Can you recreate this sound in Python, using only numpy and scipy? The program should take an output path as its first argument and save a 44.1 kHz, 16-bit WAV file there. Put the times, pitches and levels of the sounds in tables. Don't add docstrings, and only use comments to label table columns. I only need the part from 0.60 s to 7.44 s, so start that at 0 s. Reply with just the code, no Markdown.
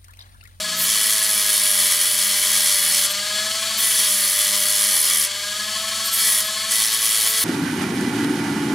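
import sys
import numpy as np
from scipy import signal
from scipy.fft import rfft, irfft
from scipy.io import wavfile
from scipy.ndimage import uniform_filter1d

SR = 44100
rng = np.random.default_rng(int(sys.argv[2]) if len(sys.argv) > 2 else 0)


def unload_wav(signal):
    wavfile.write(
        sys.argv[1],
        SR,
        np.round(np.clip(np.atleast_2d(signal).T, -1, 1) * 32767).astype(np.int16),
    )


def natural_amplitude(level_db):
    exponent = np.asarray(level_db, float) / 20
    return 10 ** exponent


N = 301644

# time in seconds, pitch of the third shaft order in Hz.
THIRD_ORDER_HZ = [(0.0, 628.6), (0.23, 643.0), (0.59, 643.5), (1.31, 603.3), (2.0, 613.3), (2.17, 594.8),
                  (2.46, 595.6), (2.95, 652.2), (3.26, 662.7), (3.5, 614.6), (3.64, 604.2), (4.4, 613.6),
                  (4.63, 589.4), (5.18, 650.5), (5.58, 667.4), (5.77, 632.3), (6.17, 661.3), (6.84, 659.3)]
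MEAN_SHAFT_HZ = 210
LOW_ORDERS = {1: (-52.5, 0.1, -52.5, -0.13, 1.5), 2: (-62, .05, -53.5, 0.35, -2.5),
              3: (-42, -0.13, -45, -0.16, 2.5), 2.5: (-79, .05, -68, -0.04, -4),
              5: (-49.5, 0.47, -51.5, 0.48, 0), 6: (-44, 0.2, -48.5, 0.15, 4.5),
              8: (-50, -0.34, -55, 0.4, 0), 9: (-64.5, 0.6, -51.5, -0.03, 10)}
# multiple of shaft speed, level in dB.
UPPER_ORDERS = [(4, -53.5), (7, -86), (10, -48.5), (11, -47.5), (14, -50), (15, -73), (16, -68),
                (17, -47.5)]
HALF_ORDER_PER_BOUNCE = 1.7
# centre in Hz, width in Hz, lift in dB.
ORDER_LIFTS = [(1082, 40, 5.5), (1236, 97, 2), (1708, 130, 13.5), (2024, 50, 1)]
# time in seconds, cycles counted.
BEARING_WOBBLE = [(0, .38), (3.2, 40.1), (5.0, 61.96), (6.0, 74.38), (6.84, 85.27)]
# order, swell in dB, double swell in dB, lag in cycles.
WOBBLE_BEADS = [(2.5, 1, 1, 0), (5, 8, 5.5, 0), (6, 7, -3, .38), (8, 4, 6, .03), (9, 2, 2, .1)]
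# frequency in Hz, density in dB per Hz.
AIR_SPECTRUM = [(24, -53), (40, -14), (96, -17.5), (150, -12.5), (208, -13.5), (260, -14.5), (550, -19),
                (639, -9.5), (761, -11.5), (1080, -7.5), (2520, -3.5), (4260, -1.5), (10700, -8),
                (15600, -16.5)]
# centre in Hz, width in Hz, level in dB.
HOUSING_MODES = [(1143, 63, -6), (1680, 27, 14.5), (2010, 80, -5), (2235, 22, 8), (3033, 91, 3),
                 (3390, 63, 13.5), (3727, 39, 5), (4237, 356, 9.5), (4606, 240, 0.5), (8300, 170, -5),
                 (9600, 270, -14), (8180, 97, 7.5), (7460, 190, -1)]
RATTLE_DB, RATTLE_DB_PER_HZ = -24.5, 0.0659
# time in seconds, level in dB.
NEARNESS = [(0, -0.8), (1.2, 0.4), (2.5, 1.), (3.2, 0), (4.0, 1), (4.8, -2), (5.5, -1.), (6.84, -.5)]
MAINS_DB = -55
MAINS_OVERTONE_DB, MAINS_OVERTONE_PHASE = -55.5, 0.35
# time in seconds, level in dB.
BENCH_DRONE = [(0.0, -52), (0.052, -47), (0.202, -43), (0.302, -48), (0.43, -61), (0.5, -64)]
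# touch in seconds, leave in seconds, time to dig in in seconds.
BITES = [
    (.165, 2.48, .12),
    (3.175, 4.67, .07),
    (5.52, 5.83, .14),
    (6.09, 7.0, .03),
]
LAND_S, LEAVE_S, SETTLE_S = .025, .045, .3
# middle in seconds, length in seconds, rim level in dB, edge level in dB.
SKIMS = [
    (0.187, 0.046, -30, -32),
    (.24, .06, -29, -24),
    (.5, .03, -24, -36),
    (2.515, 0.037, -27, -34),
    (3.191, .03, -34, -25),
    (5.467, 0.036, -26, -31),
    (5.544, 0.047, -21, -36),
    (5.86, .06, -33, -36),
    (6.7, .06, -24, -27),
    (6.82, 0.074, -36, -27),
]
# centre in Hz, width in Hz, level in dB.
RIM_TICK_MODES = [(11540, 260, -3), (8500, 330, -4), (10400, 400, -6)]
# centre in Hz, width in Hz, level in dB.
EDGE_TICK_MODES = [(14100, 800, 0.), (13000, 500, -9)]
TICK_DB, SKIM_GRIT_DB = -1.5, -4.5
FRESH_SQUEAL_DB = -32
# centre in Hz, width in Hz, level in dB.
DISC_MODES = [(9930, 970, 4.5), (8400, 660, -16), (10210, 240, -15), (11440, 480, -1), (10560, 200, -7)]
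# centre in Hz, width in Hz, level in dB.
RIM_MODES = [(12000, 740, 3), (12600, 290, -4)]
# centre in Hz, width in Hz, level in dB.
EDGE_MODES = [(14000, 2700, -7), (12500, 500, -7), (13700, 400, -5)]
# centre in Hz, width in Hz, level in dB.
PLASTIC_MODES = [(1114, 204, -9), (1944, 112, -1), (2298, 43, 1), (2995, 340, -3), (3380, 356, 0),
                 (4435, 240, -3), (5027, 117, 0.5), (5384, 300, -0.5), (5970, 134, 0.5), (6330, 92, 1),
                 (6970, 340, -1), (7820, 560, -4), (8370, 120, 1.5)]
# idle level in dB, cutting level in dB, share of the pressure, hand tremor in dB.
BODIES = [
    (-38.5, -21.5, 1.98, 0.5),
    (-57, -32.5, 1.6, 1),
    (-56, -31, 1, 0.8),
    (-37.5, -24, 0.75, 1.43),
]
IDLE_DB_PER_HZ = 0.31
EASE_SHARES = (0.71, 0.35, .7, 0.73)
# time in seconds, level in dB.
HAND_PRESSURE = [(.3, 0.3), (.7, 0.5), (1.1, 1), (1.4, .5), (1.65, -0.5), (2.0, .5), (2.25, 1), (2.45, 0),
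                 (3.3, 1.), (3.6, 0.8), (3.9, 0), (4.15, 0.3), (4.4, 0.9), (4.65, 0.5), (5.7, 1.5),
                 (6.2, 0.7), (6.5, 1), (6.84, -.5)]
# middle in seconds, length in seconds, depth in dB.
EASES = [
    (1.746, .04, 1.5),
    (6.298, .05, 10),
    (6.39, 0.07, 9.5),
    (6.73, 0.069, 6),
]
LIGHT_THROB_DB, DEEP_THROB_DB = 6.5, 2.3
# start in seconds, end in seconds, depth in dB, bounces per turn,
# unevenness in cycles.
BOUNCES = [
    (.3, 1.15, 5.5, .5, .05),
    (1.15, 2.45, 4.2, .445, .3),
    (3.62, 4.35, 5.3, .5, .13),
    (4.35, 4.7, 4.5, .4, .15),
    (5.75, 5.9, 4, .5, .05),
    (6.115, 6.72, 6.8, .5, .02),
    (6.72, 7, 3, .5, .03),
]
BENCH_NOTCH_HZ, BENCH_NOTCH_WIDTH_HZ, BENCH_NOTCH_SHARE = 745, 120, .65
# frequency in Hz, side minus mid level in dB.
ROOM_WIDTH = [(60, -36), (110, -33), (200, -28), (380, -17), (700, -22), (1290, -16), (2380, -19.5),
              (4400, -19), (8120, -14), (15000, -35)]


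def in_time(rows):
    s, *columns = np.transpose(rows)
    return [np.interp(np.arange(N) / SR, s, c) for c in columns]


def rms_one(x):
    return x / np.sqrt(np.mean(x ** 2) + 1e-20)


def drift(rate):
    r = np.exp(-40 * np.pi * rate / SR)
    slow = signal.lfilter([1], [1, -2 * r, r * r], rng.standard_normal(N // 20 + 3002))[3000:]
    return np.interp(np.arange(N) / 20, np.arange(len(slow)), rms_one(slow))


def colour(x, spectrum):
    hz = np.maximum(np.arange(N // 2 + 1) * SR / N, 1)
    points = np.array(spectrum)
    gain_db = np.interp(np.log(hz), np.log(points[:, 0]), points[:, 1])
    return irfft(rfft(x) * natural_amplitude(gain_db), N)


def resonate(x, modes):
    out = np.zeros(N)
    for k, (hz, width, level_db) in enumerate(modes):
        r = np.exp(-np.pi * width / SR)
        zeros = [(1 - r * r) / 2, 0, (r * r - 1) / 2]
        poles = [1, -2 * r * np.cos(2 * np.pi * hz / SR), r * r]
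        out += (-1) ** k * natural_amplitude(level_db) * signal.lfilter(zeros, poles, x)
    return out


def high_pass(x, order, hz):
    return signal.sosfilt(signal.butter(order, hz, "high", fs=SR, output="sos"), x)


def grit(spread_db):
    return rms_one(rng.standard_normal(N) * natural_amplitude(spread_db * rng.standard_normal(N)))


def throb(cycles, depth_db, sharp):
    angle = 2 * np.pi * cycles
    gain = natural_amplitude(depth_db * np.tanh(1.5 * np.cos(angle + sharp * np.cos(angle))))
    return gain / np.sqrt(uniform_filter1d(gain ** 2, size=2000))


def locked(cycles, renew):
    rows = int(renew * N / SR) + 3
    patterns = rms_one(irfft(np.exp(2j * np.pi * rng.random((rows, 129))), axis=1))
    blend = np.arange(N) / SR * renew
    row = blend.astype(int)
    angle = (cycles % 1 * 256).astype(int)
    fade = (blend - row) * np.pi / 2
    return patterns[row, angle] * np.cos(fade) + patterns[row + 1, angle] * np.sin(fade)


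def ramp(start, length):
    return np.clip((np.arange(N) / SR - start) / length, 0, 1)


def bump(middle, length):
    return np.exp(-(2 * (np.arange(N) / SR - middle) / length) ** 2)


def tone_db(order, shaft_hz, touch, settled):
    free_db, free_slope, cut_db, cut_slope, fresh_db = LOW_ORDERS[order]
    faster = shaft_hz - MEAN_SHAFT_HZ
    lift_db = sum(peak_db / (1 + (2 * (order * shaft_hz - hz) / width) ** 2)
                  for hz, width, peak_db in ORDER_LIFTS)
    free = (1 - touch) * (free_db + free_slope * faster)
    cutting = touch * (cut_db + cut_slope * faster)
    return free + cutting + fresh_db * (touch - settled) + lift_db


def whine(shaft_hz, turns, wobble, touch, settled, bounce_db):
    out = np.zeros(N)
    for order, flutter_db in zip((1, 2, 3), (1.3, 1.8, 2.2)):
        level_db = tone_db(order, shaft_hz, touch, settled)
        level_db = level_db + flutter_db * (drift(35) + drift(1.66)) * 0.88
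        out += natural_amplitude(level_db) * np.sin(2 * np.pi * order * turns + .07 * order * drift(15))
    for order, once_db, twice_db, lag in WOBBLE_BEADS:
        level_db = tone_db(order, shaft_hz, touch, settled)
        if order % 1 > 0:
            level_db = level_db + HALF_ORDER_PER_BOUNCE * bounce_db
        angle = 2 * np.pi * (wobble - lag)
        beads = natural_amplitude((.9 - .35 * touch) * (once_db * np.cos(angle) + twice_db * np.cos(2 * angle)))
        beads = beads / np.sqrt(uniform_filter1d(beads ** 2, size=7000))
        phase = 2 * np.pi * order * turns + (.2 + .35 * touch) * drift(25)
        out += beads * natural_amplitude(level_db + 1.2 * drift(30)) * np.sin(phase)
    for order, level_db in UPPER_ORDERS:
        swell_db = 5.2 * np.cos(4 * np.pi * (wobble + rng.random())) + 4.0 * drift(3.4) - 2.5
        phase = 2 * np.pi * order * turns + (.4 + .4 * touch) * drift(25)
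        out += natural_amplitude(level_db + swell_db) * np.sin(phase)
    return np.sqrt(2) * out


def housing(shaft_hz, turns, wobble):
    low = grit(2.0) * throb(turns, 1.5, .3) + natural_amplitude(-3.) * locked(turns, renew=12.)
    low = low * natural_amplitude(.9 * np.cos(4 * np.pi * wobble) + .7 * drift(12))
    high = grit(2.5) * throb(2 * turns, 2.1, .3)
    source = low - high_pass(low, 2, 7000) + high_pass(high, 2, 7000)
    noise = colour(source + resonate(source, HOUSING_MODES), AIR_SPECTRUM)
    return natural_amplitude(RATTLE_DB + RATTLE_DB_PER_HZ * (shaft_hz - MEAN_SHAFT_HZ)) * rms_one(noise)


def hum():
    t = np.arange(N) / SR
    mains = natural_amplitude(MAINS_DB + 1.2 * drift(8)) * np.sin(200 * np.pi * t)
    overtone = np.sin(2 * np.pi * (200 * t + MAINS_OVERTONE_PHASE))
    mains = mains + natural_amplitude(MAINS_OVERTONE_DB + .8 * drift(4)) * overtone
    drone = np.sin(2 * np.pi * 177.6 * t) + natural_amplitude(-5.0) * np.sin(2 * np.pi * 236.9 * t)
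    drone_gain = natural_amplitude(in_time(BENCH_DRONE)[0]) * (t < BENCH_DRONE[-1][0])
    return np.sqrt(2) * (mains + drone_gain * drone)


def contact():
    touch, depth, settled = np.zeros((3, N))
    for start, end, dig_s in BITES:
        held = 1 - ramp(end - LEAVE_S / 2, LEAVE_S)
        touch += ramp(start, LAND_S) * held
        depth += (ramp(start, LAND_S) + ramp(start, dig_s)) / 2 * held
        settled += ramp(start, SETTLE_S) ** 2 * held
    return touch, depth, settled


def skim_gains():
    rim = sum(natural_amplitude(rim_db) * bump(s, length) for s, length, rim_db, _ in SKIMS)
    edge = sum(natural_amplitude(edge_db) * bump(s, length) for s, length, _, edge_db in SKIMS)
    return [rim, edge]


def skim_ticks(turns, fresh):
    ticks = np.diff(np.floor(turns), prepend=0) * natural_amplitude(1.5 * drift(60)) + 1e-18
    edges = np.zeros(N)
    for gain, body in zip(skim_gains(), (RIM_TICK_MODES, EDGE_TICK_MODES)):
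        edges += gain * rms_one(resonate(resonate(ticks, body), body))
    band = signal.butter(2, [1500, 6500], "band", fs=SR, output="sos")
    squeal = signal.sosfilt(band, resonate(ticks, PLASTIC_MODES))
    return natural_amplitude(TICK_DB) * edges + natural_amplitude(FRESH_SQUEAL_DB) * fresh * rms_one(squeal)


def body_gains(shaft_hz, touch, depth):
    press_db = in_time(HAND_PRESSURE)[0]
    ease_db = sum(drop_db * bump(s, length) for s, length, drop_db in EASES)
    rim_skim, edge_skim = natural_amplitude(SKIM_GRIT_DB) * np.array(skim_gains())
    reaches = (depth, touch, touch, depth)
    skims = (0, rim_skim, edge_skim, 0)
    gains = []
    for body, ease, reach, skim in zip(BODIES, EASE_SHARES, reaches, skims):
        idle_db, cut_db, share, tremor_db = body
        idle_db = idle_db + IDLE_DB_PER_HZ * (shaft_hz - MEAN_SHAFT_HZ)
        cut_db = cut_db + share * press_db - ease * ease_db + tremor_db * drift(10.5)
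        gains.append(np.hypot(natural_amplitude(idle_db + reach * (cut_db - idle_db)), skim))
    return gains


def bouncing():
    rows = np.tile([[0], [.5], [.08]], N)
    for start, end, *values in BOUNCES:
        rows[:, int(start * SR):int(end * SR)] = np.array(values)[:, None]
    return uniform_filter1d(rows, size=4000, axis=1)


def cut(shaft_hz, turns, gains, settled, bounce):
    bounce_db, per_turn, uneven = bounce
    turn_db = LIGHT_THROB_DB + (DEEP_THROB_DB - LIGHT_THROB_DB) * settled
    bounces = np.cumsum(shaft_hz * per_turn) / SR + uneven * drift(5.6)
    shared = natural_amplitude(.6 * drift(20) + .9 * drift(90)) * throb(3 * turns, 2., .1)
    surface = natural_amplitude(-4.) * locked(turns, renew=15.)
    out = np.zeros(N)
    # modes, share of the bounce, share of the turn throb, low cut in Hz
    parts = [(DISC_MODES, .9, .5, 7500), (RIM_MODES, .8, .9, 10500),
             (EDGE_MODES, .8, 1.1, 12000), (PLASTIC_MODES, .65, .7, 700)]
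    for gain, (body, bounce_share, turn_share, cut_hz) in zip(gains, parts):
        grains = (grit(3.4) + surface) * shared
        grains = grains * throb(bounces, bounce_share * bounce_db, 0.62)
        grains = grains * throb(turns, turn_share * turn_db, 1.0)
        out += gain * rms_one(high_pass(resonate(grains, body), 3, cut_hz))
    return out


def scene():
    shaft_hz = in_time(THIRD_ORDER_HZ)[0] / 3
    turns = np.cumsum(shaft_hz) / SR
    wobble, = in_time(BEARING_WOBBLE)
    touch, depth, settled = contact()
    bounce = bouncing()
    motor = natural_amplitude(in_time(NEARNESS)[0]) * housing(shaft_hz, turns, wobble)
    grinding = cut(shaft_hz, turns, body_gains(shaft_hz, touch, depth), settled, bounce)
    mid = whine(shaft_hz, turns, wobble, touch, settled, bounce[0]) + motor + grinding
    mid = mid + skim_ticks(turns, depth - settled) + hum()
    mid = mid - BENCH_NOTCH_SHARE * resonate(mid, [(BENCH_NOTCH_HZ, BENCH_NOTCH_WIDTH_HZ, 0)])
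    echo = rng.standard_normal(8000) * natural_amplitude(-60 * np.arange(8000) / SR / .2)
    echo = echo / np.sqrt(np.sum(echo ** 2))
    side = colour(signal.fftconvolve(mid, echo)[:N], ROOM_WIDTH)
    side = side + natural_amplitude(-15.5) * high_pass(motor, 2, 1500)
    return np.array([mid + side, mid - side])


def band_limit(x):
    return signal.sosfilt(signal.butter(12, 15770, fs=SR, output="sos"), x)


def record(dry):
    top = signal.ellip(8, .3, 50, 15750, fs=SR, output="sos")
    mix = signal.sosfilt(top, .8 * np.tanh(dry / .8))
    return band_limit(mix)


dry = scene()
out = record(dry)
unload_wav(out)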